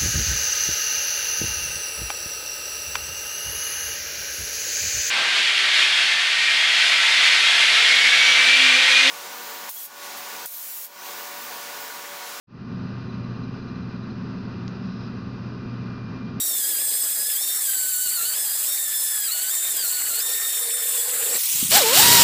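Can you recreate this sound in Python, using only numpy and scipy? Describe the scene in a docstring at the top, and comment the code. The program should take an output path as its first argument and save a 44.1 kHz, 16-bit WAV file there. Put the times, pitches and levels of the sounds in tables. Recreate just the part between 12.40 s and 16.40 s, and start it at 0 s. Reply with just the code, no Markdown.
"""A steady hum fades in: a mains-driven machine, probably an outdoor cooling unit.
Its motor makes the tones, while its fan stirs the air into a rumble and a rush.
A faint run of chirps comes from far off. Then, close by, there is one dry click
and the soft whirr of a lens focusing."""
import sys
import numpy as np
from scipy import signal
from scipy.fft import rfft, irfft
from scipy.io import wavfile

SR = 44100
rng = np.random.default_rng(int(sys.argv[2]) if len(sys.argv) > 2 else 0)


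def pcm_store(signal):
    """Save signal as 16-bit PCM."""
    levels = np.round(np.clip(np.atleast_2d(signal), -1, 1) * 32767)
    wavfile.write(sys.argv[1], SR, levels.astype(np.int16).T)


N = 176400

# the middle and strength of each distant chirp: t/s, relative level/dB
CHIRP_NOTES = [(.70, -54), (0.743, -56), (.795, -59), (.845, -55), (0.906, -56), (.965, -58), (1.04, -53),
               (1.225, -55), (1.292, -54), (1.358, -53), (1.428, -55), (1.50, -61), (1.565, -59),
               (1.635, -54), (1.709, -52.5)]
# tone colour of the focusing lens: f/Hz, relative level/dB
WHIRR_SPECTRUM = [(2000, -31.5), (3500, -7), (4080, 1), (4550, -10), (5050, 2.5), (5350, -3), (5800, -10),
                  (7200, -42.5), (9000, -61)]
# tone colour of the ring after the click: f/Hz, relative level/dB
RING_SPECTRUM = [(3000, -16), (6400, 3), (7200, -12), (8500, -40)]
# tone colour of the fan's rumble: f/Hz, relative level/dB
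RUMBLE_SPECTRUM = [(10, -19.5), (25, -23), (43, -29.5), (55, -14), (68, -17.5), (90, -6), (145, -5.5),
                   (180, -0.5), (222, -1), (255, -14.5), (295, -14), (345, -15), (400, -14), (470, -20),
                   (520, -25.5), (800, -41), (2000, -84.5)]
# tone colour of the rushing air: f/Hz, relative level/dB
RUSH_SPECTRUM = [(200, -10), (560, -1), (700, -1), (830, -3.5), (1000, 1), (1200, 0), (1500, 1),
                 (1750, -6.5), (2060, -7), (2160, -15.5), (2260, -14.5), (2420, -6.5), (2700, -7),
                 (2950, -12.5), (3400, -16), (4050, -11), (4350, -13.5), (4920, -10), (5600, -20.5),
                 (5950, -20.5), (7000, -39), (8000, -49), (15000, -52.5)]
# tones of the motor's hum: multiple of the mains frequency, relative level/dB
HUM_TONES = [(1, -60.5), (2, -37), (6, -53), (8, -66), (16, -67), (18, -58), (19, -65.5), (20, -56),
             (22, -66.5), (42, -70)]
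# how the thin whine swells and sinks: t/s, level/dB
WHINE_LEVELS = [(0, -67.5), (1.4, -63), (2.1, -70.5), (3.0, -65.5), (3.55, -60), (3.87, -57), (3.93, -63)]
# tones of the turning parts: f/Hz, level/dB, unsteadiness from 0 to 1
SHAFT_TONES = [(20, -60.5, .3), (30.2, -62, .2), (56.6, -63.5, .3), (186, -42, .85), (242.1, -44, .6),
               (259.4, -43, 0.42)]


def undb(db):
    """Turns decibels into a number to multiply by."""
    return 10 ** (np.asarray(db) / 20)


def noise(points):
    """Noise of strength 1, coloured by a table of f/Hz, level/dB."""
    hz, db = np.array(points, float).T
    f = np.maximum(np.fft.rfftfreq(N, 1 / SR), 1)
    colour = undb(np.interp(np.log(f), np.log(hz), db))
    y = irfft(rfft(rng.standard_normal(N)) * colour, N)
    return y / y.std()


def low_pass(x, hz, order):
    """Dulls the sound above hz."""
    return signal.sosfilt(signal.butter(order, min(hz, SR / 2 - 1), fs=SR, output="sos"), x)


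def walk(rate):
    """A random drift of typical size 1, changing up to about rate times a second."""
    f = np.fft.rfftfreq(N, 1 / SR)
    y = irfft(rfft(rng.standard_normal(N)) * (f > 0) / (1 + (f / rate) ** 4), N)
    return y / y.std()


def tone(t, hz, unsteady, rate=4):
    """A tone of strength 1 whose unsteady share wanders in level and phase."""
    share = np.clip(unsteady, 0, 1)
    swing = np.sqrt(2 * (1 - share ** 2)) + share * (walk(rate) + 1j * walk(rate))
    return np.real(swing * np.exp(2j * np.pi * (hz * t + rng.random())))


def distant_chirps(t):
    """Short, slightly raspy falling notes, heard at two and three times their base pitch."""
    base_hz, fall_hz_per_s, width_s = 2044, 1000, 0.006
    rasp = 0.34 * walk(rate=150)  # a fast wobble of the phase roughens the notes
    out = np.zeros(N)
    for middle_s, db in CHIRP_NOTES:
        near = np.abs(t - middle_s) < 5 * width_s
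        offset = t[near] - middle_s
        hz = base_hz * (1 + 0.0098 * rng.standard_normal())
        phase = 2 * np.pi * (hz * offset - fall_hz_per_s * offset ** 2 / 2) + rasp[near]
        note = np.sin(2 * phase) + undb(-16.5) * np.sin(3 * phase)
        swell = np.exp(-(offset / width_s) ** 2 / 2)
        out[near] += undb(db + 3) * swell * note
    return out


def lens_whirr(t):
    """A lens moves into focus close by, making a brief, soft band of noise."""
    start_s, end_s, ramp_s = 2.41, 2.70, 0.03
    on_off = np.clip(np.minimum(t - start_s, end_s - t) / ramp_s, 0, 1)
    return undb(-57) * on_off * noise(WHIRR_SPECTRUM)


def dry_click(t):
    """A tick and a tiny thud die away almost at once, leaving a faint high ring."""
    start_s, ring_decay_s = 2.2797, 0.018
    age = np.maximum(t - start_s, 0)

    def dying_tone(hz, decay_s):
        return np.sin(2 * np.pi * hz * age) * np.exp(-age / decay_s)

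    tick = undb(-21.5) * dying_tone(hz=5100, decay_s=0.00022)
    thud = undb(-24) * dying_tone(hz=500, decay_s=0.0004)
    ring = undb(-59.5) * (t > start_s) * np.exp(-age / ring_decay_s) * noise(RING_SPECTRUM)
    return low_pass(tick - thud, hz=5950, order=6) + ring


def fan():
    """Air swirls in the housing with a low rumble and an even rush; both flutter a little."""
    rumble = noise(RUMBLE_SPECTRUM) * undb(-34.5 + 0.47 * walk(rate=12))
    rush = noise(RUSH_SPECTRUM) * undb(-46 + 0.64 * walk(rate=11))
    return rumble + rush


def motor(t):
    """Mains power makes the motor hum and whine; its turning parts add less steady tones."""
    mains_hz = 60
    hum = sum(undb(db) * tone(t, multiple * mains_hz, unsteady=0.092) for multiple, db in HUM_TONES)
    whine_db = np.interp(t, *np.array(WHINE_LEVELS).T)
    whine = undb(whine_db) * tone(t, 40 * mains_hz, unsteady=0.22)
    shaft = sum(undb(db) * tone(t, hz, unsteady) for hz, db, unsteady in SHAFT_TONES)
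    waver = undb(-0.5 + walk(rate=2))  # the hum drifts by about 1 dB
    return hum * waver + whine + shaft


def scene():
    """The running machine and the three small sounds, mixed into one channel."""
    t = np.arange(N) / SR
    return (motor(t) + fan() + distant_chirps(t) + dry_click(t) + lens_whirr(t))[None]


def record(dry):
    """Fades the sound in and cuts off the highest treble."""
    fade_start_s, fade_s, top_hz = 0.071, 0.27, 15700
    t = np.arange(N) / SR
    fade_in = np.clip((t - fade_start_s) / fade_s, 0, 1) ** 0.87
    treble_cut = signal.ellip(8, 0.2, 70, top_hz, fs=SR, output="sos")
    return signal.sosfilt(treble_cut, dry * fade_in)


dry = scene()
out = record(dry)
pcm_store(out)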